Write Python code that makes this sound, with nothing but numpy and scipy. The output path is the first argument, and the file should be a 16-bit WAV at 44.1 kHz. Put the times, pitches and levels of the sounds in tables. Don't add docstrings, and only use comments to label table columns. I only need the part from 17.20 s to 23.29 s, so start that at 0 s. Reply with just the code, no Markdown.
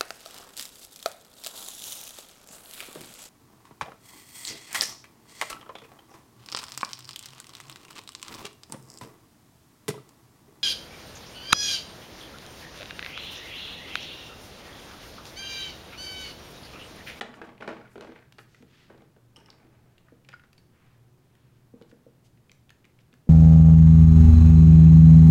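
import sys
import numpy as np
from scipy import signal
from scipy.fft import rfft, irfft, next_fast_len
from scipy.io import wavfile
from scipy.ndimage import uniform_filter1d

SR = 44100
rng = np.random.default_rng(int(sys.argv[2]) if len(sys.argv) > 2 else 0)


def to_wav(s):
    ch = np.atleast_2d(s).T
    pcm = np.round(np.clip(ch, -1, 1) * 32767)
    wavfile.write(sys.argv[1], SR, pcm.astype(np.int16))


N = 268569
RING_S = np.arange(SR // 4) / SR


def undb(db):
    return 10 ** (np.asarray(db) / 20)


def unit(x):
    return x / np.sqrt(np.mean(x ** 2))


def strike(x, db, size=128):
    return x * undb(db) / np.sqrt(uniform_filter1d(x ** 2, size).max())


def add(track, s, x):
    i = int(np.clip(s * SR, 0, N - 1))
    track[i:i + len(x)] += x[:N - i]


def band(x, lo_hz, hi_hz, order=2):
    edges = np.clip([lo_hz, max(hi_hz, lo_hz + 20)], 10, [SR / 2 - 2000, SR / 2 - 1000])
    return signal.sosfilt(signal.butter(order, edges, "band", fs=SR, output="sos"), x)


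def on_log_axis(hz, points):
    f, value = np.transpose(points)
    return np.interp(np.log(hz + 1), np.log(f), value)


def fade(t60, t=RING_S):
    return undb(-60 * t / max(t60, .001))


def walk(rate):
    hold = int(SR / rate)
    steps = np.repeat(rng.standard_normal(N // hold + 1), hold)
    return unit(uniform_filter1d(uniform_filter1d(steps, hold), hold)[:N])


def burst(t60):
    return rng.standard_normal(len(RING_S)) * fade(t60)


def ring(modes, scatter_db):
    hz, db, t60 = np.transpose(modes)
    weight, detune = rng.standard_normal((2, len(hz)))
    gain = undb(db + scatter_db * weight) * (-1) ** np.arange(len(hz))
    hz = hz * (1 + .008 * detune)
    return sum(g * np.sin(2 * np.pi * f * RING_S) * fade(t) for g, f, t in zip(gain, hz, t60))


def chatter(x, rough, t60):
    spray = burst(t60)
    spray /= np.linalg.norm(spray)
    return x + rough * signal.fftconvolve(x, spray)[:len(x)]


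# (f/Hz, relative level/dB)
AIR_SHAPE = [(20, -9.5), (32, -36), (48, -19.5), (72, -7), (95, -11), (122, -2), (190, -9.5), (350, -16),
             (550, -22), (1300, -28), (2200, -33), (4600, -37), (9000, -40), (15700, -41)]
# (f/Hz, rms level/dB)
HUM_LINES = [(80, -81.5), (118, -66), (133, -72.5), (361, -78)]


def still_room(air_db=-61.5, waver=0.68):
    size = next_fast_len(N)
    colour = undb(on_log_axis(np.arange(size // 2 + 1) * SR / size, AIR_SHAPE))
    air = unit(irfft(rfft(rng.standard_normal(size)) * colour, size)[:N])
    out = undb(air_db) * air
    phase = 2 * np.pi * np.arange(N) / SR
    for hz, db in HUM_LINES:
        in_phase = (1 + waver * walk(9)) * np.sin(hz * phase)
        quadrature = waver * walk(6.6) * np.cos(hz * phase)
        out += undb(db) * unit(in_phase + quadrature)
    return out


# (f/Hz, t60/s)
ROOM_DECAY = [(150, 0.91), (400, 0.26), (1000, 0.46), (2800, 0.34), (8000, 0.47)]


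def room(x, wet_db=-5.5, build_s=0.0067, dull_hz=8000):
    t = np.arange(SR * 2 // 3) / SR
    tail = np.zeros(len(t))
    for hz in np.geomspace(SR / 512, SR / 4, 8):
        octave = band(rng.standard_normal(len(t)), hz / np.sqrt(2), hz * np.sqrt(2), order=3)
        tail += octave * fade(on_log_axis(hz, ROOM_DECAY), t) / np.hypot(1, hz / dull_hz)
    tail *= 1 - np.exp(-(t / build_s) ** 2)
    tail /= np.linalg.norm(tail) * np.sqrt(SR / 2 / dull_hz)
    return undb(wet_db) * signal.fftconvolve(x, tail)[:N]


# (start t/s, end t/s, rms level before the swell/dB, centre f/Hz)
SWISHES = [(0.135, 0.184, -66.5, 4750), (0.23, 0.28, -71, 4300), (0.688, 0.773, -71.5, 6530),
           (0.81, 0.896, -69, 3240), (1.17, 1.25, -67.5, 6860), (1.254, 1.45, -69.5, 3080),
           (1.45, 1.732, -63, 2100), (3.47, 3.832, -69.5, 1340), (3.962, 4.506, -75.5, 1650),
           (4.683, 4.723, -69.5, 3420), (5.039, 5.082, -66.5, 4270), (5.796, 5.824, -69.5, 2760)]


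def swishes(spread=1.93, grain_db=1.0):
    out = np.zeros(N)
    fibres = rng.standard_normal(N) * undb(grain_db * walk(270))
    for start, end, db, hz in SWISHES:
        i = int(start * SR)
        n = max(int((end - start) * SR), len(RING_S) // 20)
        hiss = unit(band(fibres[i:i + n], hz / spread, hz * spread))
        swell = np.sin(np.linspace(0, np.pi, n))
        add(out, start, undb(db) * hiss * swell)
    return out


def taps(events, modes, gain_db, soft_hz, grit_db):
    out = np.zeros(N)
    for s, db in events:
        grit = undb(grit_db) * unit(band(burst(t60=0.088), 600, 3800, order=1))
        body = unit(ring(modes, scatter_db=3))
        add(out, s, strike(band(body + grit, 76, soft_hz, order=3), db + gain_db))
    return out


# (t/s, level before gain_db/dB)
FERRULE_TAPS = [(3.330, -58), (3.380, -53.5)]
# (f/Hz, relative level/dB, t60/s)
FERRULE_MODES = [(4600, 0, 0.036), (5070, -6, 0.02)]


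def ferrule_taps():
    return taps(FERRULE_TAPS, FERRULE_MODES, gain_db=-3, soft_hz=12000, grit_db=-3.5)


# (t/s, level before gain_db/dB)
FINGER_TAPS = [(1.403, -48.5), (1.427, -51), (2.177, -52.5), (2.922, -46.5), (4.5375, -41), (4.612, -42.5),
               (4.726, -44.5), (4.865, -46), (5.293, -58.5), (5.929, -58), (6.071, -43.5)]
# (f/Hz, relative level/dB, t60/s)
FINGER_MODES = [(177, -8.5, 0.02), (252, -3.5, 0.042), (319, -5.5, 0.017), (407, -4, 0.014),
                (491, -6.5, 0.026)]


def finger_taps():
    return taps(FINGER_TAPS, FINGER_MODES, gain_db=-1.0, soft_hz=590, grit_db=-4.5)


# (t/s, level/dB)
CAP_TAPS = [(0.1405, -46), (0.2159, -50), (0.4229, -45), (0.6115, -51.5), (0.6544, -53), (0.6642, -61),
            (3.1337, -47.5), (3.138, -42.5), (3.1955, -58), (3.2384, -65)]
# (f/Hz, relative level/dB, t60/s)
CAP_MODES = [(1383, -4.5, 0.0078), (1440, -3, 0.053), (1530, -14, 0.02), (2230, -16.5, 0.025),
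             (4850, -29, 0.04)]


def cap_taps():
    return taps(CAP_TAPS, CAP_MODES, gain_db=0, soft_hz=7000, grit_db=-24)


# (t/s, level before gain_db/dB)
LID_TAPS = [(2.161, -40), (2.166, -42), (2.187, -53), (2.202, -51), (2.2603, -45), (2.3022, -50)]
# (f/Hz, relative level/dB, t60/s)
LID_MODES = [(895, -3.5, 0.1), (1207, -11, 0.16), (2904, 2.5, 0.026), (3160, -4, 0.023), (5320, 4.5, 0.013),
             (5940, -8, 0.014), (8000, -19, 0.016), (8600, -11, 0.015)]


def lid_taps():
    return taps(LID_TAPS, LID_MODES, gain_db=-6.5, soft_hz=11900, grit_db=-9.5)


# (t/s, level/dB, ring f/Hz, snap level against the noisy cluster/dB)
CLICKS = [(0.0103, -30, 2440, -30), (0.1415, -45.5, 2240, -27), (.379, -52.5, 2400, -14),
          (0.409, -46, 2680, -15), (0.8091, -45, 4100, -1), (.9557, -54, 2270, -10), (1.1237, -49, 3220, 2),
          (1.1887, -46, 2320, -18), (1.346, -51.5, 1950, -3), (1.4243, -55, 2170, -2),
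          (2.303, -44.5, 4570, -15), (2.781, -53.5, 2810, -6), (2.8843, -54, 1480, -22),
          (3.048, -57.5, 2430, -8), (3.088, -45.5, 1850, -12), (3.0895, -50, 4460, -6),
          (3.12, -54, 2400, -14), (3.1287, -48.5, 1850, -18), (3.1386, -56, 2260, -17),
          (3.196, -54, 2100, -15), (3.237, -62, 2120, -15), (3.3305, -54, 1900, 8),
          (3.3796, -58.5, 2320, 5), (4.1526, -60.5, 1880, 6), (4.622, -57, 2940, -1),
          (4.7141, -56.5, 1463, -1), (5.174, -66, 2500, -11), (5.2954, -50.5, 2420, -18),
          (5.3164, -49, 1760, 11), (5.335, -69, 2300, -8), (5.4934, -51.5, 2590, -5),
          (5.504, -48, 1760, 7.5), (5.644, -55, 2430, -26), (5.652, -52, 2200, -1),
          (5.789, -57.5, 2280, -12), (5.9287, -57, 2460, -17), (5.9392, -54, 1700, 3)]
CLICK_CYCLES = 52.5


def clicks(spread=1.38, tone_db=-4):
    out = np.zeros(N)
    for s, db, hz, snap_db in CLICKS:
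        t60 = CLICK_CYCLES / hz
        cluster = strike(band(burst(t60), hz / spread, hz * spread), 0)
        tone = strike(ring([(hz, 0, t60)], scatter_db=0), tone_db)
        snap = strike(band(burst(t60=0.011), 1040, 3500, order=1), snap_db)
        add(out, s, strike(cluster + tone + snap, db))
    return out


SLIDE_ATTACK_S, SLOWING_DB, SLIDE_STOP_T60_S = 0.01, 11.5, 0.33


def slide_force(start, length):
    age = np.maximum(np.arange(N) / SR - start, 0)
    attack = np.minimum(age / SLIDE_ATTACK_S, 1)
    slowing = undb(-SLOWING_DB * np.minimum(age / length, 1))
    return attack * slowing * fade(SLIDE_STOP_T60_S, np.maximum(age - length, 0))


# (start t/s, length t/s, table rumble level/dB, case scrape level/dB)
SLIDES = [(0.013, 0.18, -44, -52), (.165, 0.038, -43.5, -56), (0.234, 0.13, -48, -56),
          (0.402, 0.11, -40, -47), (0.481, .13, -41, -51), (0.643, 0.036, -59, -53),
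          (0.793, 0.19, -50.5, -55), (0.954, 0.044, -57, -53), (1.686, 0.17, -55.5, -60.5),
          (2.173, 0.77, -61.5, -66), (4.545, 0.41, -67, -79)]
# (f/Hz, relative level/dB, t60/s)
TABLE_MODES = [(191, -0.5, 0.12), (243.6, -4.5, 0.097), (330.6, -1, 0.15), (400, 3.5, 0.046),
               (466, 5, 0.029), (553, 0, 0.049), (670, -10, 0.015), (789, 1, 0.051), (833, -2, 0.032),
               (1010, -2.5, 0.044), (1118, 1.5, 0.032)]
CASE_MODES = [(1240, -1, 0.026), (1518, 13, 0.014), (1688, -2, 0.03), (1842, -10, 0.11), (2210, -8, 0.026),
              (2310, -6, 0.025), (2553, -11, 0.076), (2680, -10, 0.016), (3320, -15, 0.019)]


def drag(rumble_db=-1, scrape_db=-1, grain_db=3, jerk_db=2.0):
    slips = rng.standard_normal(N) * undb(grain_db * walk(350) + jerk_db * walk(70))
    table = unit(signal.fftconvolve(slips, ring(TABLE_MODES, scatter_db=0.5))[:N])
    rumble = unit(table + 1.22 * unit(band(slips, 252, 810)))
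    case = unit(signal.fftconvolve(slips, ring(CASE_MODES, scatter_db=11))[:N])
    scrape = unit(.5 * case + unit(band(slips, 1260, 2660)))
    out = np.zeros(N)
    for start, length, low_db, high_db in SLIDES:
        sliding = undb(low_db + rumble_db) * rumble + undb(high_db + scrape_db) * scrape
        out += slide_force(start, length) * sliding
    return out


# (t/s, table thud level/dB, case clack level/dB, edge tick level/dB)
KNOCKS = [(0.0108, -31, -33, -36.5), (0.018, -47, -51, -41), (0.2158, -35, -38.5, -55),
          (.4224, -44.5, -38, -67), (.4767, -31, -35, -45.5), (.490, -54, -39, -63), (.526, -41, -46, -70),
          (0.567, -51, -51, -76), (0.7568, -38, -48, -58), (.7795, -38.5, -49, -54.5),
          (0.8094, -42.5, -48, -50), (.823, -42, -51.5, -53), (.846, -41.5, -51, -59),
          (.891, -41, -55.5, -65), (.921, -46, -57, -61), (1.1841, -48.5, -49.5, -48.5),
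          (1.191, -59, -44.5, -56), (1.427, -53, -65, -70), (1.7004, -45, -53, -78),
          (1.746, -50.5, -62, -72), (1.777, -53, -74, -65), (1.82, -51.5, -62, -64),
          (1.964, -54, -64.5, -70), (2.285, -56, -53.5, -70), (2.448, -54, -70, -72),
          (3.088, -54, -50.5, -54.5), (3.237, -63, -53.5, -71), (4.6136, -54, -59, -64)]
THUD_HZ, HARDNESS_DB_PER_OCTAVE = 657, 16.5


def knocks(thud_octaves=0.67):
    out = np.zeros(N)
    for s, thud_db, clack_db, tick_db in KNOCKS:
        centre_hz = THUD_HZ * 2 ** ((clack_db - thud_db) / HARDNESS_DB_PER_OCTAVE)
        top = []
        for hz, db, t60 in TABLE_MODES:
            octaves_off = np.log2(hz / centre_hz)
            loss_db = 10 * np.log10(1 + (octaves_off / thud_octaves) ** 4)
            top.append((hz, db - loss_db, t60))
        push = strike(band(fade(t60=0.0019), centre_hz / 1.57, centre_hz * 1.84), 0)
        boom = strike(chatter(ring(top, scatter_db=4.0), rough=0.26, t60=0.23), 0)
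        add(out, s, strike(push + boom, thud_db))
        walls = ring(CASE_MODES, scatter_db=3)
        shell = unit(walls) + 0.73 * unit(band(burst(t60=0.078), 1060, 2500))
        add(out, s, strike(chatter(shell, rough=0.44, t60=0.017), clack_db))
        edge = band(burst(t60=0.017), 2560, 4570) + undb(-25) * band(burst(t60=0.054), 6300, 9200)
        add(out, s, strike(edge, tick_db))
    return out


def scene():
    things = swishes() + ferrule_taps() + finger_taps() + lid_taps() + clicks() + drag() + knocks()
    cap = cap_taps()
    reverb = room(things + undb(-6.5) * cap)
    return (still_room() + reverb + cap + things)[None]


def record(dry, top_hz=15800):
    return signal.sosfilt(signal.ellip(10, .1, 70, top_hz, fs=SR, output="sos"), dry)


dry = scene()
out = record(dry)
to_wav(out)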